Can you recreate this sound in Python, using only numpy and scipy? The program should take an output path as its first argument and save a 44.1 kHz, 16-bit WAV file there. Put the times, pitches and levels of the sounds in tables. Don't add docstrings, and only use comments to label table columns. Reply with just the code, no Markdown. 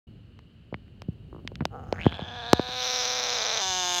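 import sys
import numpy as np
from scipy import signal
from scipy.fft import rfft, irfft
from scipy.io import wavfile
from scipy.ndimage import uniform_filter1d

SR = 44100
rng = np.random.default_rng(int(sys.argv[2]) if len(sys.argv) > 2 else 0)


def waveform_to_disk(signal):
    frames = np.transpose(np.atleast_2d(signal))
    scaled = np.clip(frames, -1, 1) * 32767
    samples = np.round(scaled).astype(np.int16)
    wavfile.write(sys.argv[1], SR, samples)


N = 176400


def amp(db):
    return 10 ** (np.asarray(db) / 20)


def curve(points, s, column=1):
    table = np.array(points, float)
    return np.interp(s, table[:, 0], table[:, column])


def spectrum(points, hz):
    f, db = np.transpose(points)
    return amp(np.interp(np.log(hz + 1), np.log(f + 1), db))


def unit_rms(x):
    return x / np.sqrt(np.mean(x ** 2) + 1e-20)


def steadied(x, size=2200):
    power = abs(uniform_filter1d(uniform_filter1d(x ** 2, size), size))
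    return x / np.sqrt(power + 1e-4 * power.mean())


def impulse_response(points, size=4096):
    log_gain = np.log(spectrum(points, abs(np.fft.fftfreq(size, 1 / SR))))
    return np.fft.ifft(np.exp(np.conj(signal.hilbert(log_gain)))).real[:size // 2]


def filtered(x, points):
    return signal.oaconvolve(x, impulse_response(points))[:N]


def resonate(x, hz, width_hz):
    carrier = np.exp(2j * np.pi * np.cumsum(hz * np.ones(N)) / SR)
    r = np.exp(-np.pi * width_hz / SR)
    return 2 * (carrier * signal.lfilter([(1 - r) ** 2], [1, -2 * r, r * r], x / carrier + 1e-18)).real


def impulses(times, sizes, order=8):
    at = times[:, None] * SR
    taps = np.floor(at).astype(int) + np.arange(1 - order, order + 1)
    shape = np.sinc(taps - at) * np.cos(np.pi * (taps - at) / (2 * order)) ** 2
    return np.bincount(taps.ravel(), (sizes[:, None] * shape).ravel(), N)[:N]


def noise(points):
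    white = rfft(rng.standard_normal(N))
    return unit_rms(irfft(white * spectrum(points, np.fft.rfftfreq(N, 1 / SR)), N))


def scatter(decay_s, db, size=1500):
    t = np.arange(size) / SR
    tail = rng.standard_normal(size) * np.exp(-t / decay_s) * (1 - np.exp(-2 * t / decay_s))
    return (t == 0) + amp(db) * tail / np.linalg.norm(tail)


# (frequency [Hz], relative level [dB])
RUMBLE_SPECTRUM = [(20, -42), (40, -4), (65, 1.5), (100, 2), (170, -3.5), (280, -10.5), (450, -19),
                   (800, -31), (2000, -59)]
HISS_SPECTRUM = [(100, 10.5), (500, -2), (800, -5), (1400, 3.5), (2200, -1), (2600, 3.5), (2930, 12.5),
                 (3400, -3.5), (4300, -0.5), (5500, -18), (8000, -20), (16000, -38)]
# (time [s], level [dB])
RUMBLE_LEVEL = [(0, -43.5), (.2, -50.5), (.6, -52.5), (1.0, -49), (1.4, -44.5), (1.7, -44.5), (2.0, -38.5),
                (2.3, -47), (2.6, -49), (2.9, -56), (3.55, -59), (3.7, -52), (3.8, -56.5), (4.0, -58)]


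def outdoors(t, hiss_db=-67, hum_hz=112.5, hum_db=-59):
    phase = 2 * np.pi * hum_hz * t
    hum = amp(hum_db) * unit_rms(np.sin(phase) + amp(-6.5) * np.sin(2 * phase))
    rumble = noise(RUMBLE_SPECTRUM) * amp(curve(RUMBLE_LEVEL, t))
    return rumble + amp(hiss_db) * noise(HISS_SPECTRUM) + hum


# (time [s], thump [dB], knock [dB], tick [dB], snap [dB], top [dB])
FINGER_BLOWS = [(0.391, -23, -16.5, -21.5, -32.5, -54), (0.726, 15.5, 8.5, -34, -52, -64),
                (0.743, 13.5, 0.5, 1, -24, -74), (0.881, -7, -35, -26, -57, -63),
                (1.02, 4, -3, -15, -17.5, -41), (1.085, 25.5, -4, -54, -48, -61),
                (1.45, 8, -5, -53, -44, -63), (1.476, -4, -12.5, 1.5, -5.5, -40.5),
                (1.518, -4, 4, -35, -42, -64), (1.556, 4, -28, -7, -14.5, -44),
                (1.607, 20, 5.5, -5, -33, -79), (1.62, 22, -1, -21, -56, -62),
                (1.654, 11, 13.5, 4.5, 2, -23.5), (1.926, 15.5, 17.5, -3.5, -5.5, -36.5),
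                (2.056, 24.5, 3.5, -7, -24, -40), (2.065, 33, 26.5, -1, -21, -44),
                (2.124, 7, -0.5, -3.5, -26, -52), (2.193, -1, 10, -13, -31, -54),
                (2.22, 19, -6.5, -17, -36, -52), (2.532, 31, 31.5, 13, 13, -7),
                (2.595, 22.5, 24, -5.5, -11, -60), (2.688, 7.5, -8.5, -10, -11, -49)]


def finger_bumps(grip_s=(1.6, 1.64), lead_s=.00027):
    out = np.zeros(N)
    for s, thump, knock, tick, snap, top in FINGER_BLOWS:
        bands = [(25, thump - 53), (75, thump - 2.5), (170, thump), (560, knock),
                 (2100, tick), (5000, snap), (10000, top), (16000, top - 2.5)]
        gripping = grip_s[0] < s < grip_s[1]
        chatter = scatter(decay_s=.0035, db=-3) if gripping else scatter(decay_s=.00096, db=-7.5)
        blow = signal.fftconvolve(impulse_response(bands), chatter)
        span = out[round((s - lead_s) * SR):][:len(blow)]
        span += blow[:len(span)]
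    return out


# (time [s], strength [dB])
GRUNT_SNAPS = [(1.328, -7.5), (1.347, -8), (1.363, -8.5), (1.382, -16), (1.391, -14.5), (1.4, -21)]
# (frequency [Hz], gain [dB])
GRUNT_RESPONSE = [(100, -7), (350, 12.5), (700, -4), (1150, -1), (1500, -15), (2000, -29), (5000, -51)]


def grunts():
    s, db = np.transpose(GRUNT_SNAPS)
    return filtered(impulses(s, amp(db)), GRUNT_RESPONSE)


def clean_register(s, change_s=3.6, lasting_s=.029):
    return np.clip((s - change_s) / lasting_s + .5, 0, 1)


def reflected(x, t, db, count=8):
    place = t / t[-1] * (count - 1)
    shares = (np.clip(1 - abs(place - k), 0, 1) for k in range(count))
    return sum(signal.oaconvolve(x * share, scatter(decay_s=.005, db=db))[:N] for share in shares)


# (time [s], snap rate [Hz])
SNAP_RATE = [(1.68, 134), (1.75, 149.8), (1.85, 128.2), (1.97, 167.4), (2.1, 165.5), (2.18, 187.5),
             (2.25, 236.4), (2.34, 244.1), (2.44, 234.1), (2.52, 242.7), (2.73, 250.1), (3.15, 249),
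             (3.37, 243.3), (3.41, 223.1), (3.575, 226.9), (3.62, 190), (3.8, 181.8), (3.87, 178.6),
             (4.0, 176.4)]
# (time [s], jitter [ms], long-short alternation [ms], shimmer [dB])
ROUGHNESS = [(1.7, .4, 0, 1.5), (1.9, .7, 0, 2), (2.17, .55, 0, 1.6), (2.3, .15, .02, 1.2),
             (2.5, .07, .03, 1), (2.65, .04, .06, .8), (2.85, .065, .06, 1), (3.15, .14, .04, 1.2),
             (3.35, .17, .04, 1.2), (3.44, .3, .03, 1.2), (3.57, .26, 0, 1.2), (3.63, .03, 0, .45),
             (3.78, .022, 0, .4), (4.0, .035, 0, .5)]
# (time [s], amplitude relative to the snaps [ratio])
BREATH_SHARE = [(1.7, 1.3), (2.2, .8), (2.45, .45), (2.8, .4), (3.5, .5), (3.65, .35), (4.0, .45)]


def larynx(t, start_s, count=1000):
    late, strong, sharp, lag, slip = rng.standard_normal((count, 5)).T
    air = rng.standard_normal(N)
    waver = .006 * np.interp(t * 22, np.arange(count), rng.standard_normal(count))
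    drift = .11 * curve(ROUGHNESS, t) * np.interp(t * 90, np.arange(count), rng.standard_normal(count))
    cycles = np.cumsum(curve(SNAP_RATE, t) * (1 + waver + drift) * (t > start_s)) / SR
    k = np.arange(1, int(cycles[-1]) + 1)
    snap_s = np.interp(k, cycles, t)
    alternate = np.cos(np.pi * k)
    jitter_ms, alternation_ms, shimmer_db = (curve(ROUGHNESS, snap_s, column) for column in (1, 2, 3))
    snap_s += (jitter_ms * late[k] + alternation_ms * alternate) / 1000
    clean = clean_register(snap_s)
    rebound_s = snap_s + np.interp(clean, [0, 1], [.000591, .00154]) + .5 * jitter_ms * lag[k] / 1000
    size = amp(shimmer_db * strong[k])
    low = impulses(snap_s, size) - impulses(rebound_s, size * np.interp(clean, [0, 1], [.14, .4]))

    delay_s, slip_s, puff_decay_s = .00024, .00004, .0006
    bright_size = size * amp(1.2 * shimmer_db * sharp[k] + 2.2 * alternate * (1 - clean))
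    rebound_size = bright_size * np.interp(clean, [0, 1], [.5, .78])
    snaps = impulses(snap_s + delay_s, bright_size)
    rebounds = impulses(rebound_s + delay_s + slip_s * slip[k], rebound_size)
    puffs = air * signal.lfilter([1], [1, -np.exp(-1 / (puff_decay_s * SR))], snaps + rebounds)
    bright = unit_rms(snaps - rebounds) + curve(BREATH_SHARE, t) * unit_rms(puffs)
    return reflected(low, t, db=-19), reflected(bright, t, db=-10)


# (frequency [Hz], gain [dB])
THROAT_MUTTER = [(100, -5), (300, -12), (480, 4.5), (620, -3.5), (760, 7), (1000, -11), (1300, 2),
                 (1620, -16), (1900, -26.5), (5000, -52)]
THROAT_SHUT = [(100, -32), (250, -13.5), (450, -2.5), (720, 6.5), (1000, -1), (1350, -4.5), (1680, 6),
               (2000, -13), (2600, -6), (3500, -32), (8000, -63)]
THROAT_OPEN = [(100, -25), (250, -13), (370, -9), (490, 1.5), (750, 2), (1000, -3.5), (1500, -1),
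               (1950, -4), (2400, -1), (3000, -11.5), (4400, -34), (9000, -63)]
THROAT_CLEAN = [(100, -27), (180, -15), (360, -6.5), (540, -8), (730, 9), (920, 0), (1300, -3), (1650, -5),
                (2000, -8), (2400, -14.5), (2950, -9.5), (4400, -26), (9000, -39)]


def throat(drive, t, gape, clean, mutter_end_s=1.98):
    muttering = t < mutter_end_s
    return (filtered(drive * muttering, THROAT_MUTTER)
            + filtered(drive * ~muttering * (1 - gape), THROAT_SHUT)
            + filtered(drive * gape * (1 - clean), THROAT_OPEN)
            + filtered(drive * clean, THROAT_CLEAN))


# (time [s], frequency [Hz])
MOUTH_FORMANT = [(1.975, 1480), (2.0, 2096), (2.05, 3180), (2.12, 3290), (2.33, 3380), (2.5, 3710),
                 (2.95, 3756), (3.5, 3790), (3.7, 3600), (4.0, 3420)]


def mouth(drive, t, gape):
    hz = curve(MOUTH_FORMANT, t)
    narrow = resonate(drive * (1 - gape), hz, width_hz=447)
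    broad = resonate(drive * (gape + .6 * (1 - gape)), hz, width_hz=1036)
    return narrow + broad


# (time [s], frequency [Hz])
RASP_FORMANT = [(1.7, 6740), (2.1, 6350), (2.4, 5750), (2.9, 5777), (3.5, 5920), (3.7, 6242), (4.0, 6450)]
# (frequency [Hz], gain [dB])
RASP_BAND = [(2000, -23), (4000, -19), (4700, -1.5), (6500, -1), (7200, -1.5), (8200, -2), (12000, -34.5)]


def rasp(drive, t):
    upper = resonate(drive, curve(RASP_FORMANT, t), width_hz=800)
    lower = amp(-7) * resonate(drive, hz=5050, width_hz=833)
    return filtered(upper - lower, RASP_BAND)


# (frequency [Hz], gain [dB])
SIZZLE_RAGGED = [(3000, -35), (7500, -26), (9400, -5.5), (10500, -4), (12000, 0.5), (13200, 5.5),
                 (14500, -9), (16000, -3)]
SIZZLE_CLEAN = [(3000, -50), (7500, -3), (9500, 2), (10600, -5), (12000, -4), (13300, -2), (14500, -13.5),
                (16000, -21)]


def sizzle(drive, clean):
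    return filtered(drive * (1 - clean), SIZZLE_RAGGED) + filtered(drive * clean, SIZZLE_CLEAN)


# (time [s], throat [dB], mouth [dB], rasp [dB], sizzle [dB])
CRY_LEVELS = [(1.69, -54, -66, -87, -93), (1.755, -40, -76, -80, -92), (1.82, -47, -73, -79, -98),
              (1.89, -51.5, -68, -74, -92), (1.96, -47.5, -46.5, -67, -91), (2.02, -46.5, -39, -68, -84),
              (2.16, -45.5, -44.5, -80, -91), (2.25, -45, -45, -65.5, -91), (2.38, -40, -43.5, -60.5, -86),
              (2.49, -38, -39.5, -59.5, -79), (2.64, -40, -40, -55.5, -68.5),
              (2.75, -37.5, -35, -45.5, -63), (2.84, -34.5, -31.5, -34.5, -54.5),
              (3.0, -34, -32.5, -31, -55.5), (3.17, -34, -33.5, -33.5, -57), (3.55, -33, -31.5, -33, -59.5),
              (3.68, -34, -32.5, -32, -58), (3.85, -33, -32.5, -32.5, -55), (3.98, -33, -30.5, -32, -47.5)]


def cry(t, start_s=1.695, rise_s=.04, half_open_s=2.72, opening_s=.3):
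    low, bright = larynx(t, start_s)
    gape = np.clip((t - half_open_s) / opening_s + .5, 0, 1)
    clean = clean_register(t)
    bands = throat(low, t, gape, clean), mouth(bright, t, gape), rasp(bright, t), sizzle(bright, clean)
    voice = sum(steadied(band) * amp(curve(CRY_LEVELS, t, k)) for k, band in enumerate(bands, 1))
    return voice * np.clip((t - start_s) / rise_s, 0, 1)


def scene():
    t = np.arange(N) / SR
    return (outdoors(t) + finger_bumps() + grunts() + cry(t))[None]


def record(dry, lag_cycles=.63, corner_hz=59, start_s=.069, rise_s=.0051, cutoff_hz=16000):
    hz = np.fft.rfftfreq(2 * N, 1 / SR)
    lag = np.exp(-2j * np.pi * lag_cycles * np.log(1 + hz / corner_hz))
    dispersed = irfft(rfft(dry, 2 * N) * lag)[:, :N]
    fade_in = np.clip((np.arange(N) / SR - start_s) / rise_s, 0, 1)
    lowpass = signal.firwin(511, cutoff_hz, window=("kaiser", 9), fs=SR)
    return signal.oaconvolve(np.clip(dispersed * fade_in, -1, 1), lowpass[None], "same")


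dry = scene()
out = record(dry)
waveform_to_disk(out)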